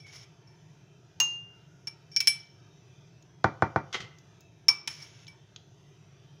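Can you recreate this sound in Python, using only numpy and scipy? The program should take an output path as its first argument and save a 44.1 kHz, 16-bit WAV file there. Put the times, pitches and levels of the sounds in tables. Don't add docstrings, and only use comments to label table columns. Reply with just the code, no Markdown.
import sys
import numpy as np
from scipy import signal
from scipy.fft import rfft, irfft
from scipy.io import wavfile
from scipy.ndimage import uniform_filter1d

SR = 44100
rng = np.random.default_rng(int(sys.argv[2]) if len(sys.argv) > 2 else 0)


def generate_wav(signal):
    frames = np.transpose(np.atleast_2d(signal))
    scaled = np.clip(frames, -1, 1) * 32767
    pcm = np.round(scaled).astype(np.int16)
    wavfile.write(sys.argv[1], SR, pcm)


N = 282240
T = np.arange(int(.7 * SR)) / SR

# (frequency [Hz], level [dB])
HUM_SPECTRUM = [(20, -31), (55, -12.5), (80, -10.5), (108, 2), (155, 4), (190, -9.5), (235, -21),
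                (300, -14), (400, -9.5), (500, -23), (700, -16.5), (1500, -64)]
HISS_SPECTRUM = [(300, -19), (500, -30.5), (750, -15), (1100, -7.5), (1600, -8.5), (2100, -10), (3100, -9),
                 (4300, -16), (5200, -10.5), (6000, -5.5), (6800, -15), (8000, -29), (14000, -32.5),
                 (15300, -43.5)]
# (frequency [Hz], t60 [s])
ROOM_DECAY = [(100, 0.7), (1000, 0.55), (5000, 0.39), (9000, 0.25), (15000, 0.2)]
# (frequency [Hz], width [Hz], lift [dB])
AIR_RESONANCES = [(774, 2700, -1.5), (906.4, 130, 12), (1331, 210, 2.5), (1642, 950, 3.5), (2060, 45, 1.5),
                  (2420, 69, 8.5), (2640, 37, 9.5), (3077, 100, 6), (3500, 570, 4.5), (3790, 28, 7),
                  (4080, 28, 8), (4720, 31, 8.5), (4950, 19, 7.5), (6200, 47, 5)]
# (time [s], level [dB], tilt [dB/octave], t60 [s])
HANDLING_TICKS = [(3.2244, -53, 18, 0.02), (3.441, -34, 7, 0.022), (3.621, -49, 7, 0.0098),
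                  (4.185, -54.5, 21, 0.039), (4.407, -50.5, 26.5, .03), (4.923, -58.5, 6, 0.033),
                  (5.268, -49, 6, 0.037), (5.5614, -37.5, -1.5, 0.021)]
DIG_PUSHES = [(3.927, -35, 2.5, 0.19), (3.942, -27, -2, 0.12), (3.9502, -25, -6.5, 0.028),
              (3.975, -57, 4, 0.18), (4.003, -41, 2, 0.167)]
# (time [s], level [dB])
RUSTLE_LEVELS = [
    [(.052, -83), (.066, -59.5), (.115, -63), (.134, -56), (.145, -59), (.159, -55.5), (.185, -60),
     (.24, -60.5), (.265, -84)],
    [(4.9, -55), (4.93, -57), (4.975, -59), (5.0, -58), (5.03, -56.5), (5.065, -60.5), (5.12, -63),
     (5.25, -63.5)],
]
# (frequency [Hz], level [dB])
TICK_SPECTRUM = [(80, -24.5), (300, -14.5), (800, -10.5), (2300, -7), (3100, 9.5), (5000, 1), (6700, -0.5),
                 (7900, -35), (10000, -44), (16000, -49.5)]
CRUNCH_SPECTRUM = [(100, -35.5), (300, -15.5), (930, -10), (1430, -1.5), (1690, -8.5), (1900, -1.5),
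                   (2060, 4.5), (2250, -4), (2500, -7.5), (3150, -1.5), (3700, -8.5), (6300, -12),
                   (8400, -33.5), (15000, -53)]
FIZZ_SPECTRUM = [(500, -16.5), (1500, -10), (2150, -6), (2650, -5), (3100, -2), (3900, -6), (5400, -10.5),
                 (6600, -3.5), (8000, -30), (9800, -74), (12000, -44), (15500, -39)]
# (time [s], level [dB], tilt [dB/octave])
BOWL_KNOCKS = [(3.4442, -4, -0.5), (3.6234, -5, -1.5), (3.761, -8, -2.5)]
# (frequency [Hz], level [dB])
BLOW_SPECTRUM = [(30, -62.5), (65, -31.5), (130, 6.5), (250, -8), (400, 3), (750, 10.5), (1000, 2),
                 (1500, 9), (1900, -6), (2600, -24), (4500, -22), (8000, -36.5), (16000, -91)]
BOWL_TAIL_SPECTRUM = [(40, -15), (110, 14.5), (300, 7), (520, 2.5), (900, 5.5), (1500, -4), (2000, -4.5),
                      (2400, -13.5), (2900, -25.5), (6000, -25), (9000, -75.5)]
# (frequency [Hz], level [dB], t60 [s])
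BOWL_MODES = [(107.6, -2, 0.2), (142, -1, 0.23), (174.3, 1.5, 0.12), (291.5, -5, .18), (323, 6, 0.085),
              (395, -10.5, 0.14), (559, -11, 0.29), (659.5, -6.5, 0.082), (767, -0.5, 0.12),
              (905, 8.5, 0.12), (997, 5.5, 0.0857), (1160, -1.5, 0.12), (1263, -6.5, .24),
              (1390, -2, 0.214), (1455, -3.5, 0.11), (1540, 5, 0.033), (1963, -10.5, 0.17),
              (2355, -10.5, 0.21)]
SPOON_MODES = [(1540, -14.5, .05), (1770, -9.5, .04), (3000, -2.5, 0.043), (3330, -5.5, 0.047),
               (4100, -6, 0.04), (5370, 2, 0.07), (6230, -3, 0.045)]
# (time [s], cup [index], ring [dB], crack [dB], lowest-mode lift near the rim [dB],
# ring time [factor], pitch shift [Hz], pair split [Hz], top-mode lift [dB],
# spoon ring [dB], tray thud [dB], crack tilt [dB/octave])
CUP_CLINKS = [(0.001, 0, -52, -80, 4.5, 2.4, 15, 20, -5, -57.5, -86, -3),
              (0.473, 0, -58, -86, -1, 3.1, 9, 14, -10, -84, -90, -2),
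              (1.2011, 1, -18.5, -22, -13, 1.35, -0.5, 6.1, -4, -36, -37.5, 2.5),
              (1.8713, 0, -24.5, -41, -4, 0.61, 9, 69, -6, -52.5, -60, -3),
              (2.1156, 0, -48.5, -62.5, -0.5, 9, 18.5, 120, -9, -73.5, -88.5, -0.5),
              (2.1632, 0, -6, -40, -5.5, 0.094, 25.5, 110, -9, -32, -77, 5),
              (2.168, 0, -15, -53, -2.5, 0.59, 27, 77, -10.5, -46.5, -76.5, -0.5),
              (2.204, 0, -18.5, -27, 2.5, 0.69, -7.5, 90, -2.5, -36, -58, 3.5),
              (2.2725, 0, -1.5, -23.5, -1, 0.057, 7, 40, 7, -22.5, -65.5, 2.5),
              (2.2777, 0, -12, -35.5, 3, 0.9, 1, 2, 6, -28.5, -75, -4),
              (4.6834, 0, -3, -26.5, -8, 0.13, 2, 140, -10, -34, -37.5, 2),
              (4.6865, 0, -7.5, -34.5, -2.5, 0.85, 2, 78, -12.5, -37.5, -48.5, -1.5),
              (4.8752, 0, -26.5, -29.5, -6, 0.61, -4, 30, 1, -33, -50, -3),
              (5.027, 0, -34, -66, -21.5, 0.16, 20, 60, -30, -64, -85, -2),
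              (5.2794, 0, -43.5, -65, 9, 0.87, -8, 22, -2, -49, -78.5, 6)]
# (frequency [Hz], level [dB])
CRACK_SPECTRUM = [(200, -25), (800, -26.5), (1250, -11), (2000, 0), (3000, 2), (4200, 1.5), (5600, 5.5),
                  (6700, 3), (7400, -2), (9300, -11.5), (11200, -19), (14500, -9.5), (17000, -18)]
TRAY_SPECTRUM = [(100, -20.5), (380, 6), (600, -7.5), (880, 10), (1200, 10.5), (1900, -4.5), (4000, -32.5)]
# (rate [Hz], level [dB])
FLUTTER_SPECTRUM = [(10, -10), (45, 0), (130, -3), (300, -18), (900, -60)]
# (frequency [Hz], level [dB], t60 [s])
CUP_MODES = [
    [(2309, -11.5, .21), (2345, -18, .08), (4572, -24, .14), (4760, -21, .09), (4880, -16, .05),
     (5142, -12, .09), (5408, 1, .07), (5590, -14, .06), (5770, -18, .07), (6058, -23, .1),
     (6390, -26, .13), (6620, -22, .06), (7850, -31, .06), (8045, -28, .17), (10295, -23, .13),
     (10545, -23, .17), (13420, -26, .06), (15000, -29, .05)],
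    [(1728, -42, .5), (2806, -2, .39), (2812, -13, .3), (5720, -15, .1), (6180, -23, .15), (6450, -5, .19),
     (6590, -16, .06), (7289, -25, .11), (7698, -28, .13), (11140, -39, .11), (13500, -19, .06)],
]
# (centre [Hz], level [dB], t60 [s])
BRIGHT_PAIRS = [(5376, -13.5, 0.26), (6452, -13.5, .22)]


def amp(db):
    return 10 ** (np.asarray(db) / 20)


def unit(x):
    return x / np.sqrt(np.mean(x ** 2) + 1e-20)


def read(points, hz):
    f, value = np.transpose(points)
    return np.interp(np.log(hz + 1), np.log(f + 1), value)


def add(mix, s, sound):
    part = mix[max(round(s * SR), 0):][:len(sound)]
    part += sound[:len(part)]


def fade(t60):
    return np.exp(-np.log(1000) * T / t60)


def rise(seconds):
    return 1 - np.exp(-T / seconds)


def shape(points, size, tilt=0):
    hz = np.fft.rfftfreq(size, 1 / SR)
    return amp(read(points, hz) + tilt * np.log2((hz + 100) / 3000))


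def colour(x, points, tilt=0):
    return unit(irfft(rfft(x) * shape(points, len(x), tilt), len(x)))


def noise(points, size=len(T), tilt=0):
    return colour(rng.standard_normal(size), points, tilt)


def pulse(points, tilt=0):
    cepstrum = irfft(np.log(shape(points, len(T), tilt)), len(T))
    cepstrum[1:len(T) // 2] *= 2
    cepstrum[len(T) // 2 + 1:] = 0
    click = irfft(np.exp(rfft(cepstrum)), len(T))
    return click / abs(click).max()


def excite(drive, response):
    return signal.fftconvolve(drive, response / np.linalg.norm(response))


def burst(points, t60, tilt=0):
    return excite(rng.standard_normal(len(T)) * fade(t60), pulse(points, tilt))[:len(T)]


def grains(per_s, spread_db):
    strength = amp(spread_db * np.minimum(rng.exponential(1, len(T)), 4))
    return unit(rng.standard_normal(len(T)) * strength * (rng.random(len(T)) < per_s / SR))


def hollow(x):
    hz = np.fft.rfftfreq(len(x), 1 / SR)
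    lift_db = sum(db / (1 + (2 * (hz - f) / width) ** 2) for f, width, db in AIR_RESONANCES)
    return unit(irfft(rfft(x) * amp(lift_db), len(x)))


def patchy(x, depth_db):
    bands = signal.stft(x, nperseg=1024, noverlap=768)[2]
    drift = rng.standard_normal(bands.shape)
    for _ in range(2):
        drift = uniform_filter1d(uniform_filter1d(drift, size=3, axis=0), size=22, axis=1)
    bands *= amp(depth_db * unit(drift))
    return unit(signal.istft(bands, nperseg=1024, noverlap=768)[1][:len(x)])


def room_tone(hum_db=-56.5, hiss_db=-67):
    waver_db = .7 * noise([(1, 0), (4, -6), (12, -30), (40, -90)], N)
    hum = amp(hum_db) * noise(HUM_SPECTRUM, N)
    hiss = patchy(hollow(noise(HISS_SPECTRUM, N)), depth_db=3.2)
    return hum + amp(hiss_db + waver_db) * hiss


def kitchen(x, build_s=.006, early_db=-8, reflections=6):
    hz, t, bands = signal.stft(rng.standard_normal(len(T)), SR, nperseg=256)
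    bands *= np.exp(-np.log(1000) * t / read(ROOM_DECAY, hz)[:, None])
    tail = signal.istft(bands, SR, nperseg=256)[1][:len(T)] * rise(build_s)
    tail /= np.linalg.norm(tail)
    arrivals = (rng.uniform(.003, .02, size=reflections) * SR).astype(int)
    tail[arrivals] += amp(early_db) * rng.choice([-1, 1], size=reflections) / np.sqrt(reflections)
    return signal.fftconvolve(x, tail)[:N]


def ticks():
    out = np.zeros(N)
    for s, db, tilt, t60 in HANDLING_TICKS:
        add(out, s, amp(db) * burst(TICK_SPECTRUM, t60, tilt))
    return out


def squeak(start_s=.031, length_s=.09, centre_hz=2230, width_hz=85, db=-56):
    out = np.zeros(N)
    hz = np.fft.rfftfreq(len(T), 1 / SR)
    resonance = 1 / (1 + (2 * (hz - centre_hz) / width_hz) ** 2)
    note = unit(irfft(rfft(rng.standard_normal(len(T))) * resonance, len(T)))
    swell = np.sin(np.pi * np.minimum(T / length_s, 1))
    add(out, start_s, amp(db) * note * swell)
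    return out


def rustles(loud_db=-51, loud_sing_db=15.5, sing_per_db=1.5):
    out = np.zeros(N)
    cup = sum(amp(db) * fade(t60 / 2) * np.sin(2 * np.pi * hz * T) for hz, db, t60 in CUP_MODES[0])
    for contour in RUSTLE_LEVELS:
        times, levels = np.transpose(contour)
        level_db = np.interp(times[0] + T, times, levels, right=-120)
        drive = amp(level_db) * grains(per_s=22000, spread_db=3.5)
        fizz = excite(drive, pulse(FIZZ_SPECTRUM))
        sing = excite(drive * amp(loud_sing_db + sing_per_db * (level_db - loud_db)), cup)
        add(out, times[0], fizz + sing)
    return out


def digs(rise_s=.00089):
    out = np.zeros(N)
    for s, db, tilt, t60 in DIG_PUSHES:
        crunch = colour(grains(per_s=9300, spread_db=-1), CRUNCH_SPECTRUM, tilt)
        add(out, s, amp(db) * crunch * fade(t60) * rise(rise_s))
    return out


def nudge(start_s=3.995, db=-43, t60=.36, rise_s=.0025):
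    out = np.zeros(N)
    add(out, start_s, amp(db) * noise(HUM_SPECTRUM) * fade(t60) * rise(rise_s))
    return out


def knocks(modes_db=-26, tail_db=-18.5, tail_t60=.17, bounce_s=.00265, bounce_db=-8, rise_s=.000413):
    out = np.zeros(N)
    ring = sum(amp(db) * fade(t60) * np.cos(2 * np.pi * hz * T) for hz, db, t60 in BOWL_MODES)
    tail = noise(BOWL_TAIL_SPECTRUM) * fade(tail_t60)
    body = (amp(modes_db) * ring + amp(tail_db) * tail) * rise(rise_s) ** 2
    for s, db, tilt in BOWL_KNOCKS:
        blow = amp(db) * pulse(BLOW_SPECTRUM, tilt)
        add(out, s, blow + amp(db) * body)
        add(out, s + bounce_s, amp(bounce_db) * blow)
    return signal.sosfilt(signal.butter(4, [70, 9000], "bandpass", fs=SR, output="sos"), out)


def contacts(snap_t60=.04, glassware_db=-7, glassware_t60=.085, tray_t60=.17):
    out = np.zeros(N)
    for s, _, _, crack_db, *_, spoon_db, thud_db, tilt in CUP_CLINKS:
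        spoon = sum(amp(db) * fade(t60) * np.sin(2 * np.pi * (hz * T + rng.random()))
                    for hz, db, t60 in SPOON_MODES)
        snap = burst(CRACK_SPECTRUM, snap_t60, tilt) + pulse(CRACK_SPECTRUM, tilt)
        glassware = hollow(hollow(noise(CRACK_SPECTRUM, tilt=tilt - 6))) * fade(glassware_t60)
        answer = amp(crack_db + glassware_db) * glassware + amp(spoon_db) * spoon
        thud = amp(thud_db) * burst(TRAY_SPECTRUM, tray_t60)
        add(out, s, amp(crack_db) * snap + answer * rise(.0003) + thud)
    return out


def cup_rings(rise_cycles=4, top_hz=7500, partner_db=-4.5, chatter=.85, chatter_t60=.5):
    out = np.zeros(N)
    for s, cup, ring_db, _, rim_db, hold, shift_hz, split_hz, top_db, *_ in CUP_CLINKS:
        modes = CUP_MODES[cup]
        tuning = 1 + shift_hz / modes[0][0]
        centre_hz, pair_db, pair_t60 = BRIGHT_PAIRS[cup]
        pair = [(centre_hz + split_hz / 2, pair_db, pair_t60),
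                (centre_hz - split_hz / 2, pair_db + partner_db, pair_t60)]
        graze = 1 + chatter * np.clip(1 - hold, 0, 1) * fade(chatter_t60) * noise(FLUTTER_SPECTRUM)
        for k, (hz, db, t60) in enumerate(modes + pair):
            swing = graze * fade(t60 * hold) * rise(rise_cycles / hz)
            chance_db = rng.standard_normal() * hz / 9000
            gain = amp(ring_db + db + rim_db * (k == 0) + top_db * (hz > top_hz) + chance_db)
            add(out, s, gain * swing * np.sin(2 * np.pi * hz * tuning * T))
    return out


def scene():
    glass, metal = cup_rings(), contacts()
    bowl = knocks() + nudge()
    serving = digs() + rustles() + squeak() + ticks()
    room = kitchen(amp(-21) * glass + amp(-14) * metal + amp(-24) * bowl + amp(-13) * serving)
    return (glass + metal + bowl + serving + room + room_tone())[None]


def record(dry):
    low_cut = signal.butter(3, 62, "highpass", fs=SR, output="sos")
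    high_cut = signal.firwin(255, 16400, window=("kaiser", 9), fs=SR)
    return signal.oaconvolve(signal.sosfilt(low_cut, dry), high_cut[None], "same")


dry = scene()
out = record(dry)
generate_wav(out)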